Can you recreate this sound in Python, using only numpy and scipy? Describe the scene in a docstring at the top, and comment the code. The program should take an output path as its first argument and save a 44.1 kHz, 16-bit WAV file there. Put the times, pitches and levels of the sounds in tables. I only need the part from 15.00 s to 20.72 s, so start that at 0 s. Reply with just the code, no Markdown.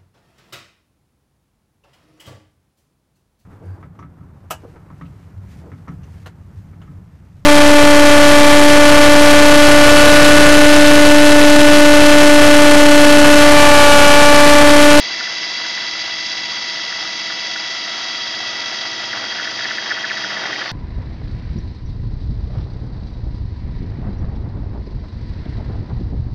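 """Indoors, heard close and in mono, a power drill drives a hole saw into a metal door.
Periodic tooth forces make the gears whine, modulated by each turn of the spindle, over the motor's
harmonics. Friction of the saw teeth rasps and forces the door to scrape, sing and drone. As the saw
bites deeper the drill slows a little. The teeth snag, now and then at first and about once a turn
near the end, and each catch chirps in the sheet by the dispersion of bending waves."""
import sys
import numpy as np
from scipy import signal
from scipy.fft import rfft, irfft, next_fast_len
from scipy.io import wavfile
from scipy.ndimage import map_coordinates

SR = 44100
rng = np.random.default_rng(int(sys.argv[2]) if len(sys.argv) > 2 else 0)


def pcm_store(signal):
    """Save signal as 16-bit PCM."""
    levels = np.round(np.clip(np.atleast_2d(signal), -1, 1) * 32767)
    wavfile.write(sys.argv[1], SR, levels.astype(np.int16).T)


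N = 252113
TIME = np.arange(N) / SR

# drill speed: (time [s], gear mesh rate [Hz])
MESH_RATE = [(0.0, 667.4), (0.75, 664.9), (1.3, 666.0), (1.8, 661.3), (2.45, 662.7), (3.3, 657.2),
             (3.7, 657.8), (4.27, 653.7), (4.6, 655.2), (5.0, 649.0), (5.25, 651.2), (5.6, 638.8),
             (5.72, 618.9)]
# uneven running of the spindle: (rate [cycles/turn], mesh phase lead [rad], greatest lead at [turns])
SPINDLE_RIPPLE = [(1, .133, .525), (2, .077, .393), (3, .198, .286), (4, .054, .092)]
# lower mesh harmonics: (multiple, relative tone level [dB], relative rattle level [dB],
#   change over the cut [dB], once-a-turn swell [dB], loudest at [turns], planet gear throb [dB],
#   hardest at [turns], housing resonance [Hz], bandwidth [Hz])
LOW_MESH_HARMONICS = [(1, -19, -40, 10, -0.5, 0.61, -0.5, .2, 655, 330),
                      (3, 0.56, -18, -3, 2, 0.94, 2.5, 0.13, 1990, 260),
                      (4, -3.5, -16.5, 4.5, 3.5, .87, 4.5, 0.14, 2712, 42)]
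# upper mesh harmonics: columns as above
HIGH_MESH_HARMONICS = [(5, 0.5, -5.5, 0.5, 3.9, 0.78, 3.3, 0.094, 3300, 550),
                       (6, -8, -4, -4.5, 1.5, 0.62, 1, 0.32, 4005, 60),
                       (7, 0.6, -9, -5.5, 3.3, .03, 1.8, .21, 4675, 200),
                       (8, -7, -9.5, 3, 1, 0.51, 1.5, 0.29, 5375, 77),
                       (9, -13.5, -14, 3, 0.7, .41, .5, .05, 6030, 80)]
# harmonics of the rotor: (multiple, level [dB])
ROTOR_HARMONICS = [(1, -51.5), (3, -44.5), (4, -55), (6, -42), (9, -48), (10, -70.5), (12, -59),
                   (14, -62.5), (18, -57)]
# spectrum of the rasping teeth: (frequency [Hz], relative level [dB])
RASP_SPECTRUM = [(900, -34), (1500, -16), (2100, -1), (2450, -7.5), (3000, -3.5), (3600, -2.5), (3900, 0),
                 (4250, -5.5), (4650, 1.5), (5000, 1.9), (5350, -1.5), (5550, -9), (6000, -6),
                 (6600, -14.5), (7400, -30)]
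# spectrum of the scrape in the groove: (frequency [Hz], relative level [dB])
SCRAPE_SPECTRUM = [(300, -23), (520, -5.5), (700, 5), (900, 1), (1030, 0.5), (1120, 3.5), (1220, 1.5),
                   (1400, 5), (1610, 4), (1740, 4.5), (1850, 1.5), (2400, -4.5), (3500, -5.5), (6000, -47)]
# narrow band in which the sheet sings: (frequency [Hz], relative level [dB])
SING_SPECTRUM = [(600, -40), (900, -23), (1220, -6.5), (1360, 3), (1470, -5), (1700, -35.5)]
# low response of the door: (frequency [Hz], relative level [dB])
DRONE_SPECTRUM = [(25, -50), (50, -37), (78, -24.5), (95, -6.5), (125, -5.5), (145, -6.5), (210, 0),
                  (240, -2.5), (330, 4.5), (420, -1.5), (550, -1), (900, -14.5), (2000, -38.5)]
# spindle harmonics passing door resonances: (multiple, peak level [dB], peak time [s], half width [s])
HUM_HARMONICS = [(6, -60.5, 2.9, 1.8), (7, -57, 3.8, 1), (8, -51, 5.16, 0.76), (11, -56.5, 2.13, 0.99),
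                 (13, -46.5, 5.36, 0.077), (14, -55.5, 3.8, 3.2), (16, -53.5, 4.3, 0.29),
                 (22, -58, 4.8, 0.8), (24, -53.5, 3.5, 0.86), (46, -54, 3, 0.67), (48, -51.5, 3.5, .6),
                 (188, -53, 3.5, .7)]
# harder bites of the saw: (time [s], half length [s], lift of the drone [dB])
SAW_BITES = [(0.152, 0.63, 2), (3.65, 0.16, 2.5), (4.213, 0.15, 3), (4.785, 0.46, 2), (5.503, 0.18, 6.5)]
# snags of the saw: (time of last hard catch [s], relative level [dB], build-up [s], pitch [ratio])
SAW_SNAGS = [(0.146, -29.5, 0.0091, 1.2), (0.213, -27, 0.01, .97), (0.276, -28.5, 0.0073, 0.97),
             (0.589, -37, 0.01, 1.04), (0.653, -30.5, 0.009, 0.95), (0.778, -31.5, 0.0039, 1),
             (0.841, -31.5, 0.012, 0.71), (1.797, -39, 0.0048, 1.05), (1.926, -33, 0.0042, 1.06),
             (2.054, -32.5, 0.002, 0.84), (2.306, -29.5, .007, 0.91), (2.562, -29, 0.0042, 0.95),
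             (4.138, -28.5, 0.0062, 0.95), (4.242, -31.5, 0.0048, 0.9), (4.333, -29.5, 0.012, 0.9),
             (4.399, -25, .012, 0.94), (4.416, -28, 0.011, 0.94), (4.461, -29, 0.0077, 0.94),
             (4.476, -28.5, 0.003, 1.1), (4.522, -33.5, 0.0086, 0.88), (4.594, -30, 0.011, 1.1),
             (4.609, -27, 0.0046, 0.96), (4.656, -25.5, 0.011, 1.08), (4.716, -24, 0.0078, 0.97),
             (4.79, -26.5, 0.013, 1.01), (4.868, -32, 0.0088, 1.1), (4.921, -21, 0.014, 0.97),
             (4.984, -28, 0.022, 0.9), (5.051, -23, 0.0097, 0.99), (5.101, -31.5, 0.0024, 1.4),
             (5.116, -23, 0.0072, 1.01), (5.181, -26.5, 0.013, 1.01), (5.246, -23, 0.0062, 0.973),
             (5.311, -28, 0.0067, 1), (5.374, -30, 0.0083, 1.06), (5.443, -30, 0.013, 1),
             (5.462, -26.5, .006, 1.05), (5.531, -29.5, 0.0046, 1.04), (5.562, -30.5, 0.0057, 1.3),
             (5.627, -26.5, 0.013, 0.98), (5.68, -34.5, 0.0024, 1.27)]
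# response of the sheet round the cut: (frequency [Hz], gain [dB])
SHEET_RESPONSE = [(1000, -10.5), (1300, -6.5), (1420, -1), (1520, -4), (1610, -8.5), (1750, 5), (1830, -1),
                  (1940, 4), (2250, -2), (3300, 8), (4500, -23)]
# overall colour, dull on top with a gap at 8 kHz: (frequency [Hz], gain [dB])
RECORDING_COLOUR = [(25, -10.5), (50, -7), (70, -0.5), (7400, 0), (7800, -18), (8000, -45.5), (8250, -19.5),
                    (8700, -6.5), (10000, -10.5), (10500, -34.5)]

MESH_PER_TURN, MESH_PER_MOTOR_TURN, SAW_TEETH, PLANETS = 42, 2.0755, 12, 3
FREE_HZ, LOADED_HZ, LABOUR_HZ = 667, 648, 639  # mesh rates: no load, full load, onset of labouring
LABOUR_DB_PER_HZ = 1  # the whine fades as the mesh rate drops below LABOUR_HZ
# (value running free, change at full load)
WANDER_HZ = (0.2, 0.6)
LOW_WHINE_DB, HIGH_WHINE_DB = (-32, -1.5), (-34.5, -2)
RASP_DB, SCRAPE_DB, DRONE_DB = (-26.5, -3.5), (-35.5, 2), (-46, 2.5)


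def undb(db):
    """Amplitude ratio of a level in decibels."""
    return 10 ** (np.asarray(db) / 20)


def unit(x):
    """Normalisation to an rms of 1."""
    return x / np.sqrt(np.mean(np.abs(x) ** 2))


def colour(x, points):
    """Linear filtering by a response of (frequency [Hz], gain [dB]) points."""
    size = next_fast_len(N + 8192)
    hz, db = np.transpose(points)
    bin_hz = np.maximum(np.arange(size // 2 + 1) * SR / size, 1)
    gain = undb(np.interp(np.log(bin_hz), np.log(hz), db))
    return irfft(rfft(x, size) * gain, size)[:N]


def walk(rate):
    """Random modulation of rms 1, interpolated between `rate` values a second."""
    steps = rng.standard_normal(8192)
    return unit(np.interp(TIME * rate, np.arange(len(steps)), steps))


def loaded(setting, load):
    """Linear dependence on the load, from 0 (free) to 1 (full)."""
    free, change = setting
    return free + change * load


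def swell(x, centre, width, lift_db):
    """Gaussian rise and fall of level, in dB, over load or time."""
    return lift_db * np.exp(-((x - centre) / width) ** 2)


def runout(turns, reach, count=14, size=512):
    """Gear run-out modulates level and phase periodically, weakly beyond `reach` cycles a turn."""
    cycles = np.r_[-count:0, 1:count + 1]
    weights = np.exp(2j * np.pi * rng.random(len(cycles))) / (1 + (cycles / reach) ** 2)
    position = np.linspace(0, 1, size)
    one_turn = np.exp(2j * np.pi * np.outer(position, cycles)) @ weights
    return unit(np.interp(turns % 1, position, one_turn))


def gear_whine(turns, load, harmonics, reach, rough, uneven_db):
    """Mesh harmonics, modulated in phase and amplitude by the rotation, drive housing resonances."""
    def cycle(per_turn, peak_at):
        return np.cos(2 * np.pi * per_turn * (turns - peak_at))

    out, depth = 0, turns / turns[-1]
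    ripple = sum(lead * cycle(per_turn, peak_at) for per_turn, lead, peak_at in SPINDLE_RIPPLE)
    mesh_angle = 2 * np.pi * MESH_PER_TURN * turns + ripple
    lurch_db = uneven_db * (0.5 + 0.5 * load) * walk(28)
    for k, tone_db, rattle_db, change_db, swell_db, loudest, throb_db, hardest, hz, width in harmonics:
        periodic_db = swell_db * cycle(1, loudest) + throb_db * cycle(PLANETS, hardest)
        swing = undb(change_db * depth + periodic_db + lurch_db)
        contact = 1 + rough * (walk(130) + 1j * walk(130))  # no two teeth meet alike
        force = swing * contact * np.exp(1j * round(k) * mesh_angle)
        # the run-out pattern shifts as the saw sinks
        wobble = np.sqrt(1 - depth) * runout(turns, reach) + np.sqrt(depth) * runout(turns, reach)
        housing = signal.iirpeak(hz, hz / width, fs=SR)
        tone = undb(tone_db) * signal.lfilter(*housing, force.real)
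        rattle = undb(rattle_db) * np.real(force * wobble)
        out = out + tone + rattle
    return np.sqrt(2) * out


def motor(turns, flutter_db, slip_rad):
    """Periodic rotation radiates harmonics of the rotor rate, wavering in level and phase."""
    angle = 2 * np.pi * turns * MESH_PER_TURN / MESH_PER_MOTOR_TURN + slip_rad * walk(8.5)
    partials = (undb(db + flutter_db * walk(8.2)) * np.sin(round(k) * angle) for k, db in ROTOR_HARMONICS)
    return np.sqrt(2) * sum(partials)


def groove(turns, size=2048):
    """Roughness of a circular groove is a periodic excitation: the same bumps return every turn."""
    bumps = irfft(np.exp(2j * np.pi * rng.random(size // 2 + 1)))
    return unit(map_coordinates(bumps, [turns % 1 * size], order=3, mode="grid-wrap"))


def tooth_rasp(turns, grain_db, flicker_db, mesh_depth, groove_share, sway_db):
    """Metal-on-metal friction noise, amplitude-modulated by the gear mesh and by each turn."""
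    steady_turns = np.linspace(0, turns[-1], N)
    grains = unit(rng.standard_normal(N) * undb(grain_db * rng.standard_normal(N)))
    pulsing = 1 + mesh_depth * np.cos(2 * np.pi * MESH_PER_TURN * steady_turns)
    sway = undb(flicker_db * walk(160) + sway_db * unit(runout(steady_turns, reach=1.1).real))
    friction = grains + groove_share * groove(steady_turns)
    at_mean_speed = colour(friction * pulsing * sway, RASP_SPECTRUM)
    position = turns / turns[-1] * (N - 1)  # the spectrum sinks with the speed
    return unit(map_coordinates(at_mean_speed, [position], order=5, mode="mirror"))


def door_vibration(turns, spectrum, groove_share, flicker_db):
    """Forced vibration: the door filters the saw's drag, part random and part repeating each turn."""
    drag = rng.standard_normal(N) + groove_share * groove(turns)
    flicker = undb(flicker_db * walk(190))
    return unit(colour(drag * flicker, spectrum))


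def door_hum(turns, flutter_db):
    """Resonance: each spindle harmonic peaks and shifts phase at its set time of passing a door mode."""
    out = 0
    for k, db, peak_s, width_s in HUM_HARMONICS:
        response = undb(db + flutter_db * walk(4.8)) / (1 + 1j * (TIME - peak_s) / width_s)
        force = np.exp(2j * np.pi * (round(k) * turns + rng.random()))
        out = out + np.real(response * force)
    return np.sqrt(2) * out


def snag_chirps(mesh_hz, start_hz, end_hz, glide_s, ring_s, scatter_db, early_sharp, graze_db, rub):
    """Dispersion: bending waves bring the highs first, so each catch of a tooth chirps downward."""
    out = np.zeros(N + SR)
    t = np.arange(-SR // 20, SR // 20) / SR
    reference_s = 0.03  # a snag's level is its energy spread over this time
    tooth = np.arange(-5, 2)[:, None]  # 0 is the last hard catch, 1 a graze after it
    sharpening = early_sharp * np.tanh(np.maximum(-tooth, 0))
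    rubbing = 1 + rub * walk(550)  # the teeth grip unevenly as they drag
    for time_s, db, build_s, pitch in SAW_SNAGS:
        late, force, detune = rng.standard_normal((3, len(tooth), 1))
        catch_s = (tooth + 0.035 * late) * MESH_PER_TURN / SAW_TEETH / mesh_hz[int(time_s * SR)]
        # successive teeth catch harder and ring lower until the saw breaks free
        build_up = 1 / (1 + (catch_s / build_s) ** 4)
        strength = np.where(tooth > 0, undb(graze_db), build_up) * undb(scatter_db * force)
        tuning = pitch * (1 + sharpening + 0.034 * detune)
        age = np.maximum(t - catch_s + ring_s, 0)
        cycles = end_hz * age + (start_hz - end_hz) * glide_s * (1 - np.exp(-age / glide_s))
        envelope = (age / ring_s) ** 2 * np.exp(-(age / ring_s) ** 2)
        burst = np.sum(strength * envelope * np.sin(2 * np.pi * cycles * tuning), axis=0)
        first = int((time_s + t[0]) * SR)
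        burst *= np.take(rubbing, np.arange(first, first + len(t)), mode="wrap")
        out[first:first + len(t)] += undb(db) * np.sqrt(reference_s * SR) * burst / np.linalg.norm(burst)
    return colour(out[:N], SHEET_RESPONSE)


def room(x, t60, wet_db):
    """Reverberation: the diffuse field of a small room decays exponentially."""
    t = TIME[:SR // 2]
    tail = rng.standard_normal(len(t)) * np.exp(-np.log(1000) * t / t60)
    return x + undb(wet_db) * signal.fftconvolve(x, tail / np.linalg.norm(tail))[:N]


def scene():
    """Superposition of sources locked to one spindle angle; the load follows from the drop in speed."""
    speed_hz = np.interp(TIME, *np.transpose(MESH_RATE))
    load = np.clip((FREE_HZ - speed_hz) / (FREE_HZ - LOADED_HZ), 0, 1)
    mesh_hz = speed_hz + loaded(WANDER_HZ, load) * walk(9)
    turns = np.cumsum(mesh_hz) / SR / MESH_PER_TURN

    fade_db = LABOUR_DB_PER_HZ * np.maximum(LABOUR_HZ - speed_hz, 0)
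    low_db = loaded(LOW_WHINE_DB, load) - fade_db
    high_db = loaded(HIGH_WHINE_DB, load) - fade_db
    high_db += swell(load, centre=0.47, width=0.1, lift_db=2)  # the whine slides through a resonance
    drill = undb(low_db) * gear_whine(turns, load, LOW_MESH_HARMONICS, reach=7, rough=0.11, uneven_db=1.5)
    high_whine = gear_whine(turns, load, HIGH_MESH_HARMONICS, reach=6, rough=0.1, uneven_db=1.18)
    drill += undb(high_db) * high_whine + motor(turns, flutter_db=0.8, slip_rad=0.19)

    bite_db = sum(swell(TIME, *bite) for bite in SAW_BITES)
    rasp_db = loaded(RASP_DB, load) + 0.069 * bite_db
    scrape_db = loaded(SCRAPE_DB, load) + 0.72 * bite_db
    sing_db = -53.5 + swell(load, centre=0.43, width=0.25, lift_db=14.4)
    drone_db = loaded(DRONE_DB, load) + bite_db
    saw = undb(rasp_db) * tooth_rasp(turns, grain_db=2.5, flicker_db=0.84, mesh_depth=0.45,
                                     groove_share=0.28, sway_db=0.5)
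    saw += undb(scrape_db) * door_vibration(turns, SCRAPE_SPECTRUM, groove_share=0.49, flicker_db=2.5)
    saw += undb(sing_db) * door_vibration(turns, SING_SPECTRUM, groove_share=0.97, flicker_db=-0.5)
    saw += undb(drone_db) * door_vibration(turns, DRONE_SPECTRUM, groove_share=0.79, flicker_db=1.5)
    saw += door_hum(turns, flutter_db=2.0)
    chirps = snag_chirps(mesh_hz, start_hz=2435, end_hz=1294, glide_s=0.0019, ring_s=0.002457,
                         scatter_db=2.0, early_sharp=0.11, graze_db=-17, rub=0.15)
    dry = drill + saw + room(chirps, t60=0.28, wet_db=-12.0)
    return np.array([dry, dry])


def record(dry):
    """Band limiting: the sound is dull on top, with a gap at 8 kHz and faint hiss above it."""
    heard = np.array([colour(channel, RECORDING_COLOUR) for channel in dry])
    low_pass = signal.ellip(8, 0.2, 70, 10400, fs=SR, output="sos")
    return signal.sosfilt(low_pass, heard)


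dry = scene()
out = record(dry)
pcm_store(out)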